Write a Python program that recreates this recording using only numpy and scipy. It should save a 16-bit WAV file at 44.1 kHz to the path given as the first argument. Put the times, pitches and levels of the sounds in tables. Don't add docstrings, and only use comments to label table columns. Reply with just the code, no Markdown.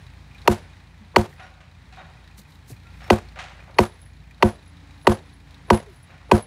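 import sys
import numpy as np
from scipy import signal
from scipy.fft import rfft, irfft, next_fast_len
from scipy.io import wavfile
from scipy.ndimage import uniform_filter1d, minimum_filter1d, map_coordinates

SR = 44100
rng = np.random.default_rng(int(sys.argv[2]) if len(sys.argv) > 2 else 0)


def volts(x):
    e = np.asarray(x, float) / 20
    return 10 ** e


def output_pcm(signal):
    pcm = np.clip(np.atleast_2d(signal).T, -1, 1) * 32767
    wavfile.write(sys.argv[1], SR, np.round(pcm).astype(np.int16))


N = 284886


def unit(x):
    return x / np.sqrt(np.mean(x ** 2) + 1e-20)


def along(points, hz):
    f, v = np.transpose(points)
    return np.interp(np.log(hz + 1), np.log(f + 1), v)


def curves(rows):
    s, *cols = np.transpose(rows)
    return [np.interp(np.arange(N) / SR, s, c) for c in cols]


def wobble(rate):
    coarse = np.arange(0, N + 32, 32)
    knots = rng.standard_normal(int(N * rate / SR) + 4)
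    return np.interp(np.arange(N), coarse, map_coordinates(knots, [coarse * rate / SR]))


def filtered(x, response):
    m = next_fast_len(len(x) + 8192)
    return irfft(rfft(x, m) * response(np.fft.rfftfreq(m, 1 / SR)), m)[:len(x)]


def noise(spectrum, size=N):
    m = next_fast_len(size)
    hz = np.fft.rfftfreq(m, 1 / SR)
    bins = rng.standard_normal(len(hz)) + 1j * rng.standard_normal(len(hz))
    return unit(irfft(bins * volts(along(spectrum, hz)), m)[:size])


def ring(modes, t, scatter_db, attack):
    hz, db, t60 = np.transpose(modes)[..., None]
    db = db + scatter_db * rng.standard_normal(db.shape)
    partials = volts(db - 60 * t / t60) * np.sin(2 * np.pi * hz * t)
    return np.sum(partials, axis=0) * (1 - np.exp(-t / attack))


def swell(s, db, rise, fall):
    t = np.arange(N) / SR - s
    return volts(db - 30 * np.maximum(-t / rise, t / fall))


def add(track, s, sound):
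    part = track[round(s * SR):][:len(sound)]
    part += sound[:len(part)]


# (time [s], clatter level [dB])
LOAD = [(0.0, -56.5), (0.54, -55.5), (0.86, -59.5), (1.4, -58), (1.62, -62.5), (1.87, -59), (1.98, -59),
        (2.72, -59), (3.07, -52.5), (3.51, -58.5), (3.63, -56.5), (4.14, -59), (5.11, -57), (6.04, -58.5),
        (6.37, -60), (6.46, -57)]
# (multiple of the firing rate, level [dB])
EXHAUST = [(2, 0.5), (3, -3), (4, -21), (5, -16.5), (6, -18.5)]
# (time [s], level [dB])
WHINE = [(0, -69.5), (2.3, -81.5), (2.6, -65), (3, -71), (4.4, -67.5), (4.7, -59), (5.6, -58.5), (5.9, -77),
         (6.46, -59)]
# (frequency [Hz], level [dB per Hz])
RUMBLE = [(20, -41.5), (38, -16.5), (55, 1.5), (90, -2), (155, -5), (200, -13), (270, -17.5), (400, -28.5),
          (600, -53.5)]
# (frequency [Hz], level [dB per Hz])
DRONE = [(200, -32), (350, -5), (600, -4.5), (850, -0.5), (1300, -5), (2000, -4.5), (3000, -47.5)]
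# (frequency [Hz], level [dB per Hz])
CLATTER = [(1000, -31), (1600, -6.5), (2200, -2), (2900, -7.5), (4000, -7), (4800, -11.5), (7000, -19),
           (10300, -23), (11200, -42), (16400, -56)]
# (frequency [Hz], width [Hz], level [dB])
CASING = [(1890, 310, -2.5), (2446, 85, -1.5), (3830, 300, -2), (4260, 250, -12.5), (6840, 270, -17)]


def machine():
    load_db, = curves(LOAD)
    extra_db = load_db - load_db.mean()
    rumble_db = -46 + 0.85 * extra_db
    drone_db = -60 + .8 * extra_db
    clatter_db = load_db - 2.2

    firings_per_s = 28.5
    turns = np.cumsum(firings_per_s + 0.17 * wobble(2.2)) / SR + .12
    tones = sum(volts(db + 2.5 * wobble(7)) * np.sin(2 * np.pi * k * turns) for k, db in EXHAUST)
    low = volts(rumble_db) * (1.4 * tones + .8 * noise(RUMBLE))
    whine = volts(curves(WHINE)[0] + 1.3 * wobble(5.7)) * np.sin(2 * np.pi * 10 * turns)

    gate = np.exp(-(turns % 1) / .2) * volts(1.8 * wobble(25))
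    ticks = np.zeros(N)
    for hz, width, db in CASING:
        strikes = gate * volts(5.3 * wobble(22.0)) * rng.standard_normal(N)
        ticks += volts(db) * unit(filtered(strikes, lambda f: 1j * f * width / (hz * hz - f * f + 1j * f * width)))

    unsteady = volts(1.1 * wobble(10))
    drone = volts(drone_db + .6) * unsteady * noise(DRONE)
    clatter = volts(clatter_db) * (.95 * unsteady * noise(CLATTER) + .5 * ticks)
    return low + whine + drone + clatter


# (blow time [s], downstroke level [dB], shock level [dB], lift delay [s], lift level [dB])
SHAKES = [
    (-.2, -90, -70, 0.21, -77),
    (0.477, -77.5, -54.5, .15, -76.5),
    (1.161, -80.5, -68.5, 0.28, -76),
    (3.103, -86, -70, 0.18, -97.5),
    (3.788, -75, -49, 0.27, -68),
    (4.427, -81, -46.5, .26, -75),
    (5.072, -63, -49, .265, -72),
    (5.705, -75, -41.5, 0.28, -72),
    (6.316, -79, -43, .25, -65),
]
# (time [s], level [dB])
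JINGLE = [(3.9548, -60.5), (3.972, -63), (4.0153, -48), (4.0542, -57.5), (4.6767, -57), (4.6848, -61),
          (5.2552, -68), (5.3273, -55.5), (5.929, -66), (5.9589, -60), (6.0292, -55), (6.4228, -52)]
# (frequency [Hz], level [dB], t60 [s])
COLLAR = [(10600, -6, .09), (10680, 0, 0.084), (10730, -3, 0.09)]


def collar():
    t = np.arange(SR // 6) / SR
    shaking = np.zeros(N)
    for s, down_db, shock_db, lift, lift_db in SHAKES:
        shaking += swell(s - .015, down_db, rise=.12, fall=.02)
        shaking += swell(s + 0.028, shock_db, rise=.04, fall=0.092)
        shaking += swell(s + lift, lift_db, rise=.3, fall=0.14)
    contacts = rng.standard_normal(N) * (rng.random(N) < 350 / SR) * shaking
    modes = ring(COLLAR, t, scatter_db=3.0, attack=0.00055)
    out = volts(25.5) * signal.fftconvolve(contacts, modes / np.linalg.norm(modes))[:N]
    for s, db in JINGLE:
        tick = volts(-60 * t / .006) * rng.standard_normal(len(t))
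        add(out, s, volts(db - 5) * (ring(COLLAR, t, scatter_db=8.0, attack=.001) + .3 * tick))
    return out


# (peak time [s], hiss level [dB], rise [s], fall [s], body level [dB])
GRASS = [(0.01, -80, .1, .15, 0), (0.44, -80.5, .3, .05, -2), (0.98, -85, .06, .06, 0),
         (1.328, -68.5, .15, .08, 1.5), (2.382, -56.5, 0.018, .06, 2), (2.4, -64.5, 0.061, .07, -4),
         (2.495, -70, .04, .12, -1), (2.555, -73.5, .05, .1, -5), (2.706, -51, 0.052, .045, -1.5),
         (2.74, -76.5, .05, .2, 2.5), (3.08, -69.5, .4, .05, 10.5), (4.014, -73.5, .15, .2, 4),
         (4.68, -83, .04, .08, 2), (5.045, -73, .2, .05, 3.5), (5.95, -74, .3, .2, 0.5),
         (6.028, -75, .03, .08, 0)]
# (frequency [Hz], level [dB per Hz])
BLADES = [(2000, -41), (4000, 3), (8000, 2), (15500, -1.5), (16500, -39)]
# (frequency [Hz], level [dB per Hz])
STALKS = [(300, -37.5), (900, 0.5), (3000, -1), (6000, -6.5), (10000, -26.5)]


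def grass():
    hiss = sum(swell(s, db, rise, fall) for s, db, rise, fall, _ in GRASS)
    body = sum(swell(s, db + body_db, rise, fall) for s, db, rise, fall, body_db in GRASS)
    blades = volts(4.0 + 2.81 * wobble(150)) * hiss * noise(BLADES)
    stalks = volts(-3.5 + 1.9 * wobble(120)) * body * noise(STALKS)
    return blades + stalks


# (frequency [Hz], level [dB per Hz])
DIRT = [(200, -33), (350, -14.5), (950, -9.5), (1500, -19.5), (3000, -30.5), (5250, -36), (10000, -37.5),
        (15000, -44.5), (16400, -60)]
# (frequency [Hz], t60 [s])
DIRT_DECAY = [(300, 0.3), (1000, 0.19), (4000, 0.26), (16000, 0.16)]


def debris(t, bright_db, delay):
    hz, frames, z = signal.stft(noise(DIRT, size=len(t)), SR, nperseg=256)
    tilt_db = bright_db * np.log2(hz[:, None] / 1000 + 0.41)
    fade = volts(-60 * frames / along(DIRT_DECAY, hz)[:, None] + tilt_db)
    starts = (rng.random(len(t)) < 140 / SR) * rng.random(len(t))
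    clumps = 1 + 1.6 * signal.lfilter([1], [1, -np.exp(-1 / (.004 * SR))], starts)
    rise = 0.4 * (1 - np.exp(-t / 0.0023)) + 0.33 * np.clip((t - delay) / 0.0066, 0, 1)
    return signal.istft(z * fade, SR, nperseg=256)[1][:len(t)] * clumps * rise


def bending(hz, turns, floor_hz, delay):
    return np.exp(-2j * np.pi * (turns * np.log(hz + floor_hz) + hz * delay))


# (time [s], peak level [dB], thud level [dB], steel level [dB])
BLOWS = [
    (0.477, 4, -2, 1),
    (1.1625, 3, -1, 6.5),
    (3.103, -1, 0, 6.5),
    (3.787, -1.5, 0, 8.5),
    (4.4263, 0, 2.5, 6),
    (5.0709, 4, -1, 1),
    (5.7034, 1, 2, 2),
    (6.315, 2.5, 1.5, 1.5),
]
# (debris delay [s], debris level [dB], brightness [dB per octave])
SOIL = [(0.02078, -16.5, 2), (0.019, -17, 0.9), (.016, -18, 0.5), (.015, -18.5, 1), (.018, -17, 0.5),
        (.016, -15, 0), (.023, -15, 0), (.021, -15.5, 0)]
# (frequency [Hz], level [dB], t60 [s])
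POST = [(56.7, -33.5, 0.098), (80.6, -7.5, 0.073), (102.8, -8, 0.15), (159, -15, 0.12), (215.5, -2, 0.13),
        (284, -11, 0.055), (354.7, -4, 0.14), (405, -8.5, 0.028), (529, -11.5, 0.14), (667, -33, 0.18),
        (706.4, -14.5, 0.17), (959, -2, 0.046), (1233, -22, 0.035), (1510, -19.5, 0.11)]
# (frequency [Hz], level [dB])
KNOCK = [(90, -24), (150, -9), (220, -3), (350, 5), (600, 0), (950, 0), (1200, -9), (1500, -22),
         (2500, -50)]
# (frequency [Hz], level [dB], t60 [s])
BAR = [(450, -9, .012), (920, 3, .011), (1480, -4, .011), (1970, 0, .017), (2290, -4, .014),
       (2534, -6, .02), (2710, -6, .02), (3050, -12, .02), (3500, -17, .012), (4430, -12, .02),
       (5000, -19, .012), (5500, -21, .015), (6500, -22, .015), (9700, -33, .02)]


def blows():
    out, t = np.zeros(N), np.arange(SR // 3) / SR
    for (s, db, thud_db, steel_db), (delay, dirt_db, bright_db) in zip(BLOWS, SOIL):
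        grip = np.exp(-(t / 0.1) ** 4)
        post = filtered(ring(POST, t, scatter_db=1.0, attack=0.00034) * grip,
                        lambda hz: bending(hz, turns=4.1, floor_hz=80, delay=0.00087))

        late = .0026 + .0002 * rng.standard_normal()
        knock = filtered(1. * (t == 0), lambda hz: volts(along(KNOCK, hz) + bright_db * np.log2(hz / 600 + 0.11))
                         * bending(hz, turns=4.5, floor_hz=250.2, delay=late))

        detune = 1 + .006 * rng.standard_normal((len(BAR), 1)) * [1, 0, 0]
        head = ring(BAR * detune, t, scatter_db=2.5, attack=0.0023) * (1 - np.exp(-(t / .0012) ** 2))

        crack_colour = [(1500, -18.0), (3000, -0.5), (8000, -13), (12000, -22.5), (16000, -31.5)]
        crack = np.exp(-((t - .0075) / 0.0038) ** 2) * noise(crack_colour, size=len(t))

        impact = volts(thud_db - 3.5) * post + volts(36.5) * knock
        impact += volts(steel_db - 4.5) * head + volts(bright_db - 20.5) * crack
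        add(out, s - .0024, volts(db) * impact)
        add(out, s - .0024, volts(dirt_db) * debris(t, bright_db, delay))

        lead = t[:SR // 40]
        lead_colour = [(200, -25.0), (400, 2.0), (1200, -6.5), (2500, -23.0), (5000, -59.0)]
        rustle = np.sin(np.pi * lead / lead[-1]) ** 0.92 * noise(lead_colour, size=len(lead))
        add(out, s - .025, volts(db - 44.5) * rustle)
    return out


# (time [s], level [dB], frequency [Hz], t60 [s], pitch change as a share per
# .0175 s)
THUDS = [(1.007, -36, 210, .15, 0), (2.03, -42, 160, .3, 0), (2.38, -36, 200, .1, 0),
         (2.49, -46, 300, .05, 0), (2.712, -23, 140, .1, -.1), (2.70, -33, 380, .04, 0),
         (2.702, -32, 240, .05, 0), (2.715, -29, 95, .2, 0), (2.70, -39, 680, .03, 0),
         (2.85, -49, 1380, .3, 0), (3.03, -50, 5420, .2, 0), (4.583, -46, 4000, .05, 0),
         (1.427, -55, 5600, .2, 0), (1.427, -62, 7600, .15, 0), (1.38, -48, 2500, .08, 0),
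         (5.868, -38, 445, .16, -.08), (.615, -52, 1490, .2, 0), (2.375, -56, 4500, .15, 0)]
# (time [s], level [dB], t60 [s])
PUFFS = [
    (2.385, -45.5, 0.079),
    (2.7, -36, .1),
]
# (frequency [Hz], level [dB per Hz])
SOFT = [(60, -20.5), (120, 1), (300, -2.5), (700, -12), (1500, -32)]


def thuds():
    out, t = np.zeros(N), np.arange(SR // 5) / SR
    for s, db, hz, t60, change in THUDS:
        bent = t + change * t ** 2 / 0.035
        modes = [(hz, db, t60), (hz * 1.6, db - 14, t60 * .5)]
        add(out, s, ring(modes, bent, scatter_db=0, attack=.008))
    for s, db, t60 in PUFFS:
        shape = volts(db - 60 * t / t60) * (1 - np.exp(-t / 0.0062))
        add(out, s, shape * noise(SOFT, size=len(t)))
    return out


# (time [s], peak level [dB], brightness [dB per octave], t60 [s], ring level [dB])
BANGS = [(1.379, -38.5, -1.5, 0.58, -4), (1.396, -30.5, -2, 0.7, 5), (1.604, -37.5, 0.5, 0.37, -6),
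         (1.924, -37, 2, 0.58, 6.5), (1.968, -32.5, -4, 0.78, 7), (3.005, -33.5, -1, 1, 7.5),
         (3.358, -29, -2.5, 1, 0), (3.388, -22, 2, 0.46, 3), (3.591, -36.5, -3, 0.25, -1.5),
         (3.676, -36.5, -7.5, 0.66, 2.5), (6.094, -38.5, -2.5, 0.99, 2)]
# (frequency [Hz], level [dB per Hz])
FAR_STEEL = [(240, -34.5), (400, -12), (461, -32.5), (524, -4.5), (677, -5.5), (900, -6), (1270, -4.5),
             (2540, -6.5), (3430, -14), (3840, -12.5), (4970, -21), (6700, -24.5), (9970, -38),
             (12000, -47.5), (15600, -78), (22000, -120)]
# (frequency [Hz], level [dB], share of t60)
FAR_RING = [(750, 4.5, 0.9), (766, -2.5, 1), (1440, 0.5, 1), (1900, 1.5, 0.58), (2400, -7, 0.47),
            (3750, -10.5, 0.83), (6500, -23, .4)]


def bangs():
    out, t = np.zeros(N), np.arange(SR // 2) / SR
    for s, db, bright_db, t60, ring_db in BANGS:
        colour = [(hz, level + bright_db * np.log2(hz / 1500)) for hz, level in FAR_STEEL]
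        shape = (volts(-60 * t / t60) + 0.28 * volts(-60 * t / 0.017)) * (1 - np.exp(-t / 0.0004))
        blur = np.interp(t, t[::400], .5 + .8 * rng.standard_normal(len(t[::400])))
        grain = volts(2.84 * np.interp(t, t[::128], rng.standard_normal(len(t[::128]))))
        modes = [(hz, level, share * t60) for hz, level, share in FAR_RING]
        steel = blur * ring(modes, t, scatter_db=2.5, attack=0.0079)
        echo = shape * grain * noise(colour, size=len(t))
        add(out, s, volts(db - 14) * (echo + volts(ring_db - 10.5) * steel))
    return out


def scene():
    return (machine() + collar() + grass() + blows() + thuds() + bangs())[None]


def low_pass(x):
    return signal.sosfilt(signal.butter(12, 16990, fs=SR, output="sos"), x)


def record(dry):
    top_hz, edge_hz = 15750, 250
    x = filtered(dry[0], lambda hz: np.clip((top_hz - hz) / edge_hz + .5, 0, 1) * (1j * hz / (42 + 1j * hz)) ** 4)
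    over_db = np.maximum(20 * np.log10(np.abs(x) + 1e-9) + .6, 0)
    release = 250 * np.arange(N) / SR
    held_db = np.maximum.accumulate(over_db + release) - release
    cut_db = uniform_filter1d(-minimum_filter1d(-held_db, size=45), size=23)
    return low_pass((x * volts(-cut_db))[None])


dry = scene()
out = record(dry)
output_pcm(out)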